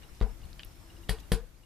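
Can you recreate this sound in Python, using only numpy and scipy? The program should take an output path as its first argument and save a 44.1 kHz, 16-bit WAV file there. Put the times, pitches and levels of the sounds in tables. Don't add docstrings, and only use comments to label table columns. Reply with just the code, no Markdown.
import sys
import numpy as np
from scipy import signal
from scipy.io import wavfile
from scipy.ndimage import uniform_filter1d

SR = 44100
rng = np.random.default_rng(int(sys.argv[2]) if len(sys.argv) > 2 else 0)


def pcm_store(signal):
    levels = np.round(np.clip(np.atleast_2d(signal), -1, 1) * 32767)
    wavfile.write(sys.argv[1], SR, levels.astype(np.int16).T)


def magnitude_from_level(level_db):
    exponent = np.asarray(level_db, float) / 20
    return 10 ** exponent


N = 72765

# (frequency [Hz], level [dB per Hz])
AIR_COLOUR = [(15, -20.5), (25, 4.5), (191, -15.5), (219, -17), (335, -17.5), (394, -22.5), (5420, -34.5),
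              (13500, -37), (15000, -33)]
AIR_DB, HISS_EDGE_HZ = -51, 14300
# (frequency [Hz], likeness [0-1])
AIR_LIKENESS = [(30, 0.83), (300, 0.44), (1400, 0.21), (3500, 0.11), (7000, 0.031), (15000, 0.022)]
# (frequency [Hz], left minus right [dB])
AIR_LEAN = [(30, 10), (200, 3), (400, 0), (1000, 0.2)]
# (time [s], level [dB])
ARM_LEANING = [
    (0, 1),
    (.12, 2),
    (.3, 1.5),
    (.47, 6.5),
    (.6, -0.5),
    (.85, -0.5),
    (1.05, 1),
    (1.5, 5.5),
    (1.62, 1),
]
LEANING_HZ = 138
# (time [s], level [dB])
HUM_SWELL = [(0, -76), (.5, -75), (.75, -62), (1.05, -64), (1.2, -68), (1.65, -75)]
HUM_HZ, HUM_WIDTH_HZ = 337, 6.2
# (time [s], length [s], level [dB], centre [Hz])
RUSTLES = [(0.11, 0.11, -67, 3700), (1.182, 0.04, -57, 3600), (0., 0.055, -59, 2200),
           (.595, 0.028, -54, 2300), (.208, .035, -52, 3200), (1.185, .035, -62, 9000)]
# (time [s], level [dB])
LENS_STEPS = [(0.034, -52.5), (0.146, -66), (0.288, -62), (0.433, -55), (0.901, -53.5), (0.9663, -56.5),
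              (1.035, -55), (1.167, -58), (1.233, -55.5), (1.6346, -53.5)]
# (frequency [Hz], level [dB], time to fall 60 dB [s])
LENS_MODES = [(2860, 4, 0.038), (3866, -9, 0.1)]
# (start [s], end [s], start pitch [Hz], end pitch [Hz], level [dB])
LENS_WHINE = [
    (0.035, 0.205, 5410, 5300, -73),
    (0.243, 0.355, 5330, 5290, -71.5),
    (0.635, 1.027, 5380, 5230, -71),
]
# (time [s], level [dB], frequency [Hz], time to fall 60 dB [s], left minus right [dB])
TICKS = [(0.2051, -38, 3900, 0.006, 2), (0.417, -48, 3500, 0.0036, -3), (.4195, -55, 4840, .02, 0),
         (0.441, -58, 4340, 0.077, 3.5), (0.454, -49, 3500, 0.0046, 0), (.455, -50.5, 9100, 0.0046, 0),
         (0.461, -57, 9500, .006, 0), (0.5303, -43, 4100, .006, 2), (.5305, -44, 4700, .006, 1),
         (0.5942, -36.5, 3110, .022, -2), (0.5943, -42.5, 2470, 0.017, 3), (0.594, -38.5, 4660, .01, 1),
         (.596, -44.5, 1790, 0.016, 3), (0.6018, -41.5, 2920, 0.021, 0), (0.6023, -46, 4160, 0.012, 0),
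         (0.602, -45.5, 1685, 0.015, 0), (0.608, -48, 3200, 0.01, 0), (0.6335, -38, 2830, .011, 6),
         (0.6328, -44, 3750, 0.008, 16), (0.6323, -44, 4600, 0.0067, 4), (.6336, -49, 6000, .004, 4),
         (0.6479, -42, 11740, .005, -5), (0.6477, -42, 14200, .003, -11), (0.65, -50, 10800, 0.0053, -5),
         (1.0881, -42, 3300, .008, 2), (1.0888, -38, 3780, 0.01, 2), (1.091, -42, 4530, .008, 2),
         (1.0984, -31, 4700, .008, 2), (1.1113, -36, 4660, .006, 0), (1.3254, -41, 10400, 0.0052, 0),
         (1.336, -40, 9450, .005, 0), (1.3464, -38, 6960, .006, 0), (0.2143, -43, 3720, .012, 0),
         (1.319, -27, 1740, .03, 0), (1.3187, -33, 4950, .012, 0), (1.203, -55, 4050, .02, 0),
         (1.1866, -43.5, 3350, 0.0076, 0), (1.185, -53, 1810, 0.011, 0)]
TICK_AIR_DB, TICK_ROOM_DB = -26, -13
# (time [s], table level [dB], push length [s], crack level [dB], brightness [Hz])
TAPS = [
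    (0.2112, -22.5, 0.0019, -31.5, 1400),
    (1.0922, -28.5, 0.00099, -27, 17700),
    (1.318, -22.5, 0.00058, -26, 17200),
]
# (frequency [Hz], level [dB], time to fall 60 dB [s], left minus right [dB])
PAPER_MODES = [(108.5, -3, 0.055, 11.5), (198, -19.5, .28, 8), (217.7, -10.5, 0.22, 6),
               (366, -24.5, 0.21, -3), (412, -2.5, 0.09, 5), (472, -4, 0.15, -2), (539, -9, 0.12, 4),
               (660, -13, 0.25, 8), (750, -5, 0.06, 1), (910, -18, .07, -1), (1116, -13, 0.067, -4),
               (1210, -2, 0.091, -5)]
PLATE_MODES = [(113, -0.5, 0.063, 13), (172.6, 0, 0.072, 5.5), (347, -17, 0.12, 3), (444.7, 0, .08, 3.5),
               (515, -7, 0.18, -1), (598, -12, 0.14, -4), (722, -1.5, 0.048, 1), (780, -5, .1, -3),
               (978, -21, 0.14, -6), (1117, -14, 0.099, -2), (1640, -23, 0.17, -2)]
RIM_MODES = [(109.3, -1.5, 0.082, 7.5), (168.3, -1.5, 0.11, 10), (193.6, -2.5, 0.09, 3), (203, -17, .3, 3),
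             (232, -13.5, 0.15, 5), (362, -8, 0.09, 5), (465, 4, 0.05, 2), (500, -22, .4, 2),
             (573, -13, .14, 3), (729, -6.5, 0.061, -2), (771, -16, .14, -1), (1010, -12, 0.074, -1),
             (1190, -12, 0.05, 3), (1640, -28, 0.12, 2)]
PUSH_RISE_S = 0.00039
REBOUND_S, REBOUND_DB = 0.0166, -8.5
# (frequency [Hz], level [dB], time to fall 60 dB [s])
ROCK_MODES = [(35.78, -19.5, 0.64), (45.6, 1, 0.15)]
ROCK_DB = [-12.5, -18, -13.5]
ROCK_LATE_S, ROCK_RISE_S, ROCK_RIGHT_LEAD_S, ROCK_LEAN_DB = 0.0053, 0.014, 0.0028, 12.5
# (frequency [Hz], level [dB], time to fall 60 dB [s])
TINE_MODES = [(1827, 9, 0.016), (2580, -5, .012), (2855, -2, 0.012), (3316, 12.5, 0.0084),
              (4400, 3.5, 0.014), (4990, -4.5, 0.012), (8840, -1.5, 0.013), (9900, -2.5, 0.0065),
              (11000, -3, .008)]
# (frequency [Hz], level [dB])
SNAP_COLOUR = [(900, -4), (1350, -1), (1800, -1), (2400, -4), (4800, -1), (6300, -12.5), (9800, 0),
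               (15000, -11)]
RING_DB = [-18, -5, -4]
SMACK_DB = [14.5, 19, 20]
LANDING_S, CHATTER_S, CHATTER_DB, SNAP_DB = 0.003, 0.017, -12, -7
LEFT_LAG = 1
# (time [s], level [dB])
TINE_CONTACTS = [(1.0932, -33), (1.0942, -34), (1.0973, -43.5), (1.099, -44), (1.3181, -36.5), (1.32, -31),
                 (1.3248, -54)]
CONTACT_RISE_S = 0.0006
# (frequency [Hz], time to fall 60 dB [s])
ROOM_DECAY = [(200, 0.36), (1000, 0.27), (3000, 0.18), (7000, 0.18), (14000, 0.11)]
# (frequency [Hz], likeness [0-1])
ROOM_LIKENESS = [(300, 0.93), (2500, 0.84), (6000, 0.21), (14000, 0.17)]
ROOM_DB = 0
# (time [s], length [s], level [dB], start pitch [Hz], end pitch [Hz])
SETTLES = [
    (.228, .026, -41, 410, 465),
    (.255, .032, -46, 425, 430),
    (.25, .032, -50, 765, 770),
    (.287, .026, -53, 450, 470),
    (1.119, .044, -40.5, 445, 440),
    (1.347, .062, -37, 435, 475),
    (1.424, .024, -49, 480, 495),
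]
DUCK_S, DUCK_DB, DUCK_FALL_S, RECOVER_S = 1.339, -7, 0.16, 9.1
BASS_CUT_HZ, EDGE_HZ = 16.5, 14500


def read(points, hz):
    f, value = np.transpose(points)
    return np.interp(np.log(hz + 1), np.log(f + 1), value)


def evened(x):
    return x / np.sqrt(np.mean(x ** 2) + 1e-20)


def add(mix, s, sound):
    part = mix[..., round(s * SR):][..., :sound.shape[-1]]
    part += sound[..., :part.shape[-1]]


def ring(hz, db, t60, length=.4):
    t = np.arange(int(length * SR)) / SR
    return magnitude_from_level(db - 60 * t / t60) * np.sin(2 * np.pi * hz * t)


def glide(hz):
    return np.sin(2 * np.pi * np.cumsum(hz) / SR)


def sides(lean_db):
    return magnitude_from_level(np.array([[.5], [-.5]]) * lean_db)


def pair(same, shape_db):
    a, b, c, d = rng.standard_normal((4,) + shape_db.shape)
    same = np.clip(same, 0, 1)[:, None]
    left = a + 1j * b
    right = same * left + np.sqrt(1 - same ** 2) * (c + 1j * d)
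    return np.array([left, right]) * magnitude_from_level(shape_db)


def air():
    hz = np.fft.rfftfreq(2048, 1 / SR)
    patches = rng.standard_normal((1025, N // 512 + 5))
    patches = evened(uniform_filter1d(uniform_filter1d(patches, 20, 0), 5, 1))
    arm_db = np.interp(np.arange(patches.shape[1]) * 512 / SR, *np.transpose(ARM_LEANING))
    stir_db = arm_db / (1 + (hz[:, None] / LEANING_HZ) ** 4)
    z = pair(read(AIR_LIKENESS, hz), read(AIR_COLOUR, hz)[:, None] + 1.25 * patches + stir_db)
    z = z * magnitude_from_level(np.array([.5, -.5])[:, None, None] * read(AIR_LEAN, hz)[:, None])
    z = z * (hz < HISS_EDGE_HZ)[:, None]
    noise = signal.istft(z, nperseg=2048, noverlap=1536)[1][:, :N]
    return magnitude_from_level(AIR_DB + 4.0) * evened(noise)


def hum():
    t, r = np.arange(N) / SR, np.exp(-np.pi * HUM_WIDTH_HZ / SR)
    wander = rng.standard_normal(N) + 1j * rng.standard_normal(N)
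    slow = signal.lfilter([1], [1, -r], wander) * np.sqrt(1 - r ** 2) + 0.76
    tone = (slow * np.exp(2j * np.pi * HUM_HZ * t)).real
    return magnitude_from_level(np.interp(t, *np.transpose(HUM_SWELL))) * evened(tone)


def rustles():
    out = np.zeros((2, N))
    for s, length, db, hz in RUSTLES:
        size = int(length * SR)
        grains = magnitude_from_level(2 * rng.exponential(1, size=50).repeat(100))
        grit = rng.standard_normal((2, 5000)) * grains
        band = signal.butter(2, [0.6 * hz, min(1.6 * hz, 20000)], "band", fs=SR, output="sos")
        grit = signal.sosfilt(band, grit)[:, :size]
        add(out, s, magnitude_from_level(db) * evened(grit) * np.hanning(size))
    return out


def lens():
    out = np.zeros(N)
    ping = sum(ring(*mode, 0.19) for mode in LENS_MODES)
    ping = ping * np.minimum(np.arange(len(ping)) / (0.0023 * SR), 1)
    for s, db in LENS_STEPS:
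        add(out, s - .001, magnitude_from_level(db) * ping)
    t = np.arange(N) / SR
    flutter = evened(uniform_filter1d(rng.standard_normal(N), 500))
    for s, end, hz, end_hz, db in LENS_WHINE:
        on = np.clip(np.minimum(t - s, end - t) / .01, 0, 1)
        out += on * magnitude_from_level(db + 3.5 * flutter) * glide(np.interp(t, [s, end], [hz, end_hz]))
    return sides(3.6) * out


def ticks():
    out = np.zeros((2, N))
    for s, db, hz, t60, lean_db in TICKS:
        burst = rng.standard_normal(60) * np.exp(-np.arange(60) / 16.0)
        if hz < 6000:
            burst[:4] += 2.5 * np.hanning(6)[1:5]
        snap = np.convolve(burst, ring(hz, 0, t60, .08))
        snap = snap / abs(snap).max()
        snap[1:60] += magnitude_from_level(TICK_AIR_DB) * np.diff(burst)
        add(out, s, sides(lean_db) * magnitude_from_level(db) * snap)
    return out


def table():
    out, t = np.zeros((2, N)), np.arange(int(.04 * SR)) / SR
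    rock = -sum(ring(*mode, 0.62) for mode in ROCK_MODES)
    rock = sides(ROCK_LEAN_DB) * rock * (1 - np.exp(-np.arange(len(rock)) / (ROCK_RISE_S * SR)))
    boards = (PAPER_MODES, PLATE_MODES, RIM_MODES)
    for (s, db, push_s, _, _), modes, rock_db in zip(TAPS, boards, ROCK_DB):
        body = sum(sides(lean) * ring(hz, level, t60, .6) for hz, level, t60, lean in modes)
        since = np.maximum([t, t - REBOUND_S], 0)
        pushes = (1 - np.exp(-since / PUSH_RISE_S)) * np.exp(-(since / push_s) ** 2)
        push = magnitude_from_level([0, REBOUND_DB]) @ pushes
        add(out, s, magnitude_from_level(db) * signal.fftconvolve(body, push[None] / (.5 * push_s * SR)))
        late = s + ROCK_LATE_S
        add(out[0], late, magnitude_from_level(rock_db) * rock[0])
        add(out[1], late - ROCK_RIGHT_LEAD_S, magnitude_from_level(rock_db) * rock[1])
    return out


def tines():
    body = sum(ring(*mode, .05) for mode in TINE_MODES)
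    rings, snaps, smacks = np.zeros((3, N))
    hz = np.linspace(0, SR / 2, 65)
    colour = signal.firwin2(255, np.linspace(0, 1, 65), magnitude_from_level(2 * read(SNAP_COLOUR, hz)))
    colour = signal.minimum_phase(colour)
    t = np.arange(int(.06 * SR)) / SR
    for (s, _, _, db, bright_hz), ring_db, smack_db in zip(TAPS, RING_DB, SMACK_DB):
        hits = rng.standard_normal(len(t)) * (.4 + (rng.random(len(t)) < .15))
        force = hits * ((t < LANDING_S) + magnitude_from_level(CHATTER_DB) * np.exp(-t / CHATTER_S))
        dull = signal.butter(2, min(bright_hz, 20000), fs=SR, output="sos")
        force = signal.sosfilt(dull, force)
        smack = signal.sosfilt(dull, np.r_[colour, 0 * colour, 0 * colour])
        add(smacks, s, magnitude_from_level(db + smack_db) * smack / np.linalg.norm(smack))
        force = force / np.sqrt(np.mean(force[:130] ** 2))
        add(snaps, s + .0005, magnitude_from_level(db + SNAP_DB) * np.convolve(force, colour / np.linalg.norm(colour)))
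        add(rings, s + 0.00062, magnitude_from_level(db + ring_db - 18.5) * np.convolve(0.091 * force, body))
    soft = sum((-1) ** k * ring(*mode, .05) for k, mode in enumerate(TINE_MODES))
    soft = soft * (1 - np.exp(-t[:len(body)] / CONTACT_RISE_S))
    for s, db in TINE_CONTACTS:
        add(rings, s, magnitude_from_level(db) * soft)
    return rings, snaps, smacks


def room(x):
    hz, t = np.fft.rfftfreq(128, 1 / SR), np.arange(600) * 32 / SR
    z = pair(read(ROOM_LIKENESS, hz), -60 * t / read(ROOM_DECAY, hz)[:, None])
    tail = signal.istft(z, nperseg=128, noverlap=96)[1]
    tail = tail * np.clip(np.arange(tail.shape[1]) / SR / 0.0016 - .5, 0, 1)
    return signal.fftconvolve(x[None], tail / np.linalg.norm(tail[0]), axes=1)[:, :N]


def settles():
    out = np.zeros(N)
    for s, length, db, hz, end_hz in SETTLES:
        size = int(length * SR)
        add(out, s, magnitude_from_level(db) * np.sqrt(np.hanning(size)) * glide(np.linspace(hz, end_hz, size)))
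    return out


def scene():
    small = ticks()
    rings, snaps, smacks = tines()
    crack = rings + snaps
    to_walls = magnitude_from_level(ROOM_DB) * (smacks + 0.24 * snaps + .2 * rings) + magnitude_from_level(TICK_ROOM_DB) * small.mean(0)
    background = air() + hum() + rustles() + lens()
    blows = table() + np.array([np.roll(crack, LEFT_LAG), crack]) + room(to_walls)
    return background + small + blows + settles()


def top_cut(x):
    return signal.sosfilt(signal.butter(12, 15530, fs=SR, output="sos"), x)


def record(dry):
    after = np.maximum(np.arange(N) / SR - DUCK_S, 0)
    gain_db = DUCK_DB * (1 - np.exp(-after / DUCK_FALL_S)) * np.exp(-after / RECOVER_S)
    treble_cut = signal.butter(14, EDGE_HZ, fs=SR, output="sos")
    bass_cut = signal.butter(1, BASS_CUT_HZ, "high", fs=SR, output="sos")
    mix = signal.sosfilt(np.vstack([treble_cut, bass_cut]), dry * magnitude_from_level(gain_db))
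    return top_cut(mix)


dry = scene()
out = record(dry)
pcm_store(out)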